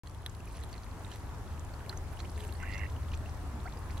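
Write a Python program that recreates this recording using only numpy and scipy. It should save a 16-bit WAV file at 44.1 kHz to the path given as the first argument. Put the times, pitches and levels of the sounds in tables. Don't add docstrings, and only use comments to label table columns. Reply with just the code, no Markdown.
import sys
import numpy as np
from scipy import signal
from scipy.fft import rfft, irfft
from scipy.io import wavfile
from scipy.ndimage import uniform_filter1d

SR = 44100
rng = np.random.default_rng(int(sys.argv[2]) if len(sys.argv) > 2 else 0)


def generate_wav(signal):
    frames = np.transpose(np.atleast_2d(signal))
    scaled = np.clip(frames, -1, 1) * 32767
    pcm = np.round(scaled).astype(np.int16)
    wavfile.write(sys.argv[1], SR, pcm)


N = 176400


def amp(db):
    return 10 ** (np.asarray(db) / 20)


def unit(x):
    return x / np.sqrt(np.mean(x ** 2) + 1e-20)


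def dying(t, t60):
    return np.exp(-np.log(1000) * t / t60)


def by_hz(points, hz):
    f, value = np.transpose(points)
    return np.interp(np.log(hz + 1), np.log(f + 1), value)


def by_time(points):
    s, *columns = np.transpose(points)
    return [np.interp(np.arange(N) / SR, s, c) for c in columns]


def add(mix, start_s, sound):
    part = mix[:, max(round(start_s * SR), 0):][:, :sound.shape[-1]]
    part += sound[..., :part.shape[1]]


def placed(x, pan_db):
    return x * amp([[pan_db / 2], [-pan_db / 2]])


def drift(hz):
    rolloff = np.exp(-(np.fft.rfftfreq(N, 1 / SR) / hz) ** 2)
    return unit(irfft(rfft(rng.standard_normal(N)) * rolloff, N))


def sine(hz):
    return np.sin(2 * np.pi * np.cumsum(hz) / SR)


def lowpass(x, hz, order=2):
    return signal.sosfilt(signal.butter(order, hz, fs=SR, output="sos"), x)


def coloured(x, spectrum, size=2048):
    log_gain = np.log(amp(by_hz(spectrum, abs(np.fft.fftfreq(size, 1 / SR)))))
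    impulse = np.fft.ifft(np.exp(np.conj(signal.hilbert(log_gain)))).real
    return signal.fftconvolve(x, impulse[:size // 2])


def resonate(x, hz, width_hz):
    r = np.exp(-np.pi * width_hz / SR)
    return 2 * signal.lfilter([1 - r], [1, -r * np.exp(2j * np.pi * hz / SR)], x).real


def grains(per_s, low_hz, high_hz, cycles, spread_db, pitches=24):
    out, t = np.zeros((2, N)), np.arange(1024) / SR
    hits = rng.random(N) < per_s / SR
    clicks = hits * amp(spread_db * np.minimum(rng.exponential(1, N), 4))
    pitch_index = rng.integers(0, pitches, N)
    for k, hz in enumerate(np.geomspace(low_hz, high_hz, pitches)):
        envelope = np.exp(-t * hz / cycles) * (1 - np.exp(-t * hz))
        ring = envelope * np.sin(2 * np.pi * hz * t) * np.sqrt(hz)
        patter = signal.oaconvolve(clicks * (pitch_index == k), ring)[:N]
        out += placed(patter, pan_db=rng.normal(-1.5, 4))
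    return unit(out)


# freq_hz, correlation
BED_CORRELATION = [(60, 0.8), (120, 0.8), (240, 0.87), (480, 0.81), (950, 0.8), (1890, 0.33), (3770, 0),
                   (7520, 0.1), (15000, -0.72)]
# freq_hz, pan_db
BED_PAN = [(60, 1.2), (150, 0.55), (380, 0.5), (950, 0.93), (2380, 0.31), (5980, 1.2), (15000, 0.18)]
def noise_bed(spectrum, patchy_db, size):
    hz = np.fft.rfftfreq(size, 1 / SR)
    a, b, c, d, patches = rng.standard_normal((5, 4 * N // size + 5, len(hz)))
    patches = unit(uniform_filter1d(uniform_filter1d(patches, size=10, axis=0), size=8, axis=1))
    alike = by_hz(BED_CORRELATION, hz)
    left = a + 1j * b
    right = alike * left + np.sqrt(1 - alike ** 2) * (c + 1j * d)
    lean = amp(by_hz(BED_PAN, hz) / 2)
    frames = np.array([left * lean, right / lean]) * amp(by_hz(spectrum, hz) + patchy_db * patches)
    _, noise = signal.istft(frames.transpose(0, 2, 1), nperseg=size, noverlap=size - size // 4)
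    return unit(noise[:, :N])


# freq_hz, gain_db
WASH_EQ = [(76, -5), (130, -17.5), (228, -2), (355, -4.5), (500, -9), (623, -7.5), (809, -7), (1000, -6.5),
           (1300, -11), (1810, -16), (2340, -21), (4030, -25.5), (7220, -27), (9500, -30.5), (11500, -31.5),
           (13500, -39), (15800, -44)]
# time_s, level_db
WASH_FADER = [(0, -53.5), (.5, -52), (1.05, -49.5), (1.7, -50), (2.2, -49), (2.9, -49.3), (3.4, -49),
              (4, -49)]
def river():
    return noise_bed(WASH_EQ, patchy_db=1.16, size=1024) * amp(by_time(WASH_FADER)[0])


# freq_hz, gain_db
WIND_EQ = [(3, -48), (16, -27), (24, -9), (32, -4.5), (42, -8), (55, -2), (72, -0.5), (90, -12),
           (110, -10.5), (135, -12), (200, -21.5), (400, -60)]
# time_s, level_db
WIND_FADER = [(0, -47), (.8, -45.5), (1.1, -44), (1.9, -41.5), (2.4, -42), (2.85, -38.5), (3.2, -39.5),
              (3.55, -43), (4, -39)]
def wind():
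    return noise_bed(WIND_EQ, patchy_db=2.14, size=8192) * amp(by_time(WIND_FADER)[0])


# time_s, low_note_db, high_note_db
ENGINE_FADERS = [(0, -53, -51), (1.1, -52, -51), (1.5, -45, -55), (2.3, -44.5, -50), (3.15, -40.5, -52),
                 (3.55, -47, -54), (4, -42, -49)]
ENGINE_LOW_HZ, ENGINE_HIGH_HZ = 80, 103.1
def engine():
    out = np.zeros((2, N))
    for hz, level_db in zip((ENGINE_LOW_HZ, ENGINE_HIGH_HZ), by_time(ENGINE_FADERS)):
        hum = unit(sine(hz * (1 + 0.0079 * drift(3.96))))
        out += placed(hum * amp(level_db + 1.05 * drift(6.3)), pan_db=2.0)
    return out


# start_s, length_s, level_db, lowpass_hz
RIPPLE_CUES = [(0.434, 0.25, -61, 9000), (0.665, 0.14, -62.5, 8000), (1.085, 0.094, -57.5, 8000),
               (1.482, 0.077, -61.5, 7000), (2.182, 0.035, -50.5, 4700), (2.343, 0.14, -59, 7000),
               (2.692, 0.082, -56, 6030), (3.125, 0.027, -53.5, 7100), (3.22, 0.11, -65.5, 3950),
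               (3.891, 0.03, -54.5, 8200), (3.967, 0.022, -55, 4500)]
TRICKLE_DB = -68.5
def ripples():
    droplets = dict(low_hz=1410, high_hz=8940, cycles=1.4)
    out = amp(TRICKLE_DB) * grains(per_s=130, spread_db=5, **droplets)
    spray = grains(per_s=600, spread_db=0.5, **droplets)
    for start_s, length_s, level_db, lowpass_hz in RIPPLE_CUES:
        lap = spray[:, round(start_s * SR):][:, :round(length_s * SR)]
        swell = np.sin(np.linspace(0, np.pi, lap.shape[1]))
        add(out, start_s, amp(level_db) * unit(lowpass(lap, lowpass_hz)) * swell)
    return out


# time_s, level_db
CRACKLE_FADER = [(0, -74), (.25, -73.5), (.55, -64.5), (.9, -74), (1.15, -63), (1.3, -75), (2, -67),
                 (2.28, -66.5), (2.42, -57), (2.55, -64), (2.8, -73), (3.6, -72), (4, -62.5)]
def stalk_crackle():
    ticks = grains(per_s=320, low_hz=8000, high_hz=12300, cycles=3.5, spread_db=4.0)
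    return ticks * amp(by_time(CRACKLE_FADER)[0])


# start_s, gain_db, t60_s
SNAP_CUES = [(.072, -47, 0.0066), (.147, -51.5, .008), (0.2624, -30, 0.0061), (.6365, -41.5, 0.0082),
             (.843, -49, 0.0072), (1.159, -61, .008), (2.405, -45, .008), (3.897, -68, 0.0058),
             (3.978, -39, 0.0038)]
# freq_hz, gain_db
SNAP_EQ = [(500, -33), (1250, 0), (1650, 1), (2600, 2.5), (3450, 13), (4050, 4), (5200, -9), (6100, 2),
           (7100, -9), (11000, 6), (13500, -8), (16000, -20)]
# pitch_hz, gain_db, t60_s
STEM_MODES = [(1666, -8.5, 0.011), (3426, -5, 0.0095), (3870, -4.5, 0.013)]
def stalk_snaps():
    out, t = np.zeros((2, N)), np.arange(1024) / SR
    ring = sum(amp(db) * dying(t, t60) * np.sin(2 * np.pi * hz * t) for hz, db, t60 in STEM_MODES)
    attack = np.minimum(t / 0.00031, 1)
    for start_s, gain_db, t60_s in SNAP_CUES:
        bursts = rng.standard_normal((2, len(t))) * dying(t, t60_s)
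        crack = np.array([coloured(burst, SNAP_EQ)[:len(t)] for burst in bursts])
        add(out, start_s, amp(gain_db) * (crack + ring) * attack)
    return out


# start_s, pitch_hz, gain_db, t60_s, pan_db
DRIP_AND_TICK_CUES = [(0.0733, 4370, -37.5, 0.0062, -3), (.097, 10600, -43, 0.0065, 7),
                      (0.35, 10500, -39, .006, 0), (.404, 2700, -41, 0.009, -2),
                      (0.474, 2470, -47.5, 0.023, -1), (0.627, 4100, -48, 0.016, -4),
                      (0.7288, 4500, -36.5, 0.012, 3), (.779, 4000, -44, 0.013, -3),
                      (0.996, 9900, -41.5, 0.0077, 10), (1.047, 3630, -41, 0.012, -9),
                      (1.117, 2950, -36, 0.0092, -3), (1.1587, 13300, -42, 0.0078, -6),
                      (1.738, 4420, -45, 0.012, -5), (1.894, 4090, -32, 0.02, 2),
                      (1.8942, 4740, -33, 0.012, -10), (1.8942, 11200, -46, 0.0062, -16),
                      (1.899, 1525, -49, 0.11, -6), (1.926, 1910, -43, 0.019, -7),
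                      (1.927, 1410, -44, 0.084, -6), (2.128, 1400, -46, 0.046, -1),
                      (1.9734, 6550, -35.5, 0.014, -2), (2.172, 2970, -47, .02, -9),
                      (2.247, 2370, -46, .035, -4), (2.251, 2950, -47, 0.025, -8),
                      (2.378, 9600, -31, .006, 0), (2.436, 2760, -50, .025, -11),
                      (2.45, 10900, -32, .006, -3), (2.491, 2610, -43.5, 0.018, -2),
                      (2.551, 4550, -47, 0.02, -5), (2.629, 1490, -36.5, 0.082, 2),
                      (2.736, 4520, -44.5, .018, -11), (2.78, 5730, -36, 0.0065, 4),
                      (2.963, 2750, -42.5, 0.016, -2), (3.118, 2790, -39, 0.012, -2),
                      (3.136, 2470, -44, 0.035, -2), (3.175, 7900, -43, .01, -9),
                      (3.259, 2880, -41, 0.017, -2), (3.662, 4600, -50, .016, -8),
                      (3.772, 4740, -42.5, 0.0093, -8)]
RING_RISE_PER_S, RING_ATTACK_S, CLICK_DB, CLICK_DECAY_S = 4.8, 0.0015, -0.5, 0.00023
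def drips_and_ticks():
    out, t = np.zeros((2, N)), np.arange(4096) / SR
    shake = drift(hz=450)
    attack = np.minimum(t / RING_ATTACK_S, 1)
    for start_s, pitch_hz, gain_db, t60_s, pan_db in DRIP_AND_TICK_CUES:
        wobble = .045 * np.roll(shake, -round(start_s * SR))[:len(t)]
        ring = sine(pitch_hz * (1 + RING_RISE_PER_S * t + wobble)) * attack * dying(t, t60_s)
        burst = rng.standard_normal(len(t)) * np.exp(-t / CLICK_DECAY_S)
        click = amp(CLICK_DB) * lowpass(burst, hz=10500)
        add(out, start_s, placed(amp(gain_db) * (ring + click), pan_db))
    return out


# start_s, length_s, from_hz, to_hz, level_db
FAR_TONE_CUES = [(1.883, 0.082, 373, 393, -53.5), (2.144, 0.16, 313.7, 381, -56),
                 (2.339, .145, 418.6, 421, -50.5), (3.419, 0.07, 288, 272, -50.5),
                 (3.503, 0.12, 248.5, 208, -47)]
def far_tones():
    out = np.zeros((2, N))
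    for start_s, length_s, from_hz, to_hz, level_db in FAR_TONE_CUES:
        progress = np.arange(0, length_s, 1 / SR) / length_s
        glide_hz = from_hz + (to_hz - from_hz) * progress
        tone = sine(glide_hz * (1 + 0.015 * drift(hz=47)[:len(progress)]))
        add(out, start_s, amp(level_db) * tone * signal.windows.tukey(len(tone), .5))
    return out


# time_s, puffs_per_s, level_db
SNORT_CURVE = [(2.598, 90, -53), (2.63, 93, -54), (2.675, 100, -51), (2.72, 100, -51), (2.755, 101, -48),
               (2.78, 100, -51), (2.805, 102, -49.5), (2.845, 103, -49.5), (2.872, 103, -59)]
# freq_hz, width_hz, gain_db
THROAT_FORMANTS = [(1050, 400, -12), (2030, 580, 0), (2740, 260, -6.5)]
PUFF_DUTY, PUFF_LEAK, PUFF_JITTER, HISS_MIX = .8, .2, .008, .42
def swan():
    puffs_per_s, level_db = by_time(SNORT_CURVE)
    t = np.arange(N) / SR
    gate = (t > SNORT_CURVE[0][0]) & (t < SNORT_CURVE[-1][0])
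    cycles = np.cumsum(gate * puffs_per_s * (1 + PUFF_JITTER * drift(hz=60))) / SR
    opening = np.sin(np.pi * np.minimum(cycles % 1 / PUFF_DUTY, 1)) ** 2
    puffs = gate * (PUFF_LEAK + opening)
    voice = np.zeros(N)
    for hz, width_hz, gain_db in THROAT_FORMANTS:
        whistle = puffs * sine(hz + .3 * width_hz * drift(hz=120))
        breath = puffs * rng.standard_normal(N)
        hiss = resonate(resonate(breath, hz, width_hz), hz, width_hz)
        voice += amp(gain_db) * ((1 - HISS_MIX) * unit(whistle) + HISS_MIX * unit(hiss))
    voice = lowpass(voice, hz=3080, order=8)
    return placed(voice / np.std(voice[gate]) * amp(level_db), pan_db=-7.5)


# start_s, length_s, from_hz, to_hz, level_db
GULP_CUES = [(3.655, .028, 1243, 2300, -41), (3.655, 0.0337, 691, 954, -43.5)]
GULP_FADE_DB = -8
def gulps():
    out = np.zeros((2, N))
    for start_s, length_s, from_hz, to_hz, level_db in GULP_CUES:
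        progress = np.arange(0, length_s, 1 / SR) / length_s
        sweep_hz = from_hz + (to_hz - from_hz) * progress ** 2
        bubble = sine(sweep_hz * (1 + 0.056 * drift(hz=200)[:len(progress)]))
        envelope = amp(level_db + GULP_FADE_DB * progress) * signal.windows.tukey(len(bubble), .1)
        add(out, start_s, bubble * envelope)
    return out


SCATTER_DB, SCATTER_T60_S = -4.5, 0.024
def bank_scatter(x):
    t = np.arange(4096) / SR
    tail = rng.standard_normal((2, len(t))) * dying(t, SCATTER_T60_S)
    wet = signal.oaconvolve(x, tail / np.linalg.norm(tail[0]), axes=1)[:, :N]
    return x + amp(SCATTER_DB) * wet


def scene():
    background = river() + wind() + engine() + far_tones()
    close = drips_and_ticks() + gulps() + ripples() + stalk_crackle() + stalk_snaps() + swan()
    return background + bank_scatter(close)


LEFT_DELAY_S, SILENT_HEAD_S, HIGH_CUT_HZ = .00004, .035, 15900
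def record(dry):
    delay = np.exp(-2j * np.pi * np.fft.rfftfreq(N, 1 / SR) * LEFT_DELAY_S)
    left = irfft(rfft(dry[0]) * delay, N)
    ports = np.array([left, dry[1]]) * (np.arange(N) / SR > SILENT_HEAD_S)
    high_cut = signal.firwin(511, HIGH_CUT_HZ, window=("kaiser", 9), fs=SR)
    return signal.oaconvolve(ports, high_cut[None], "same")


dry = scene()
out = record(dry)
generate_wav(out)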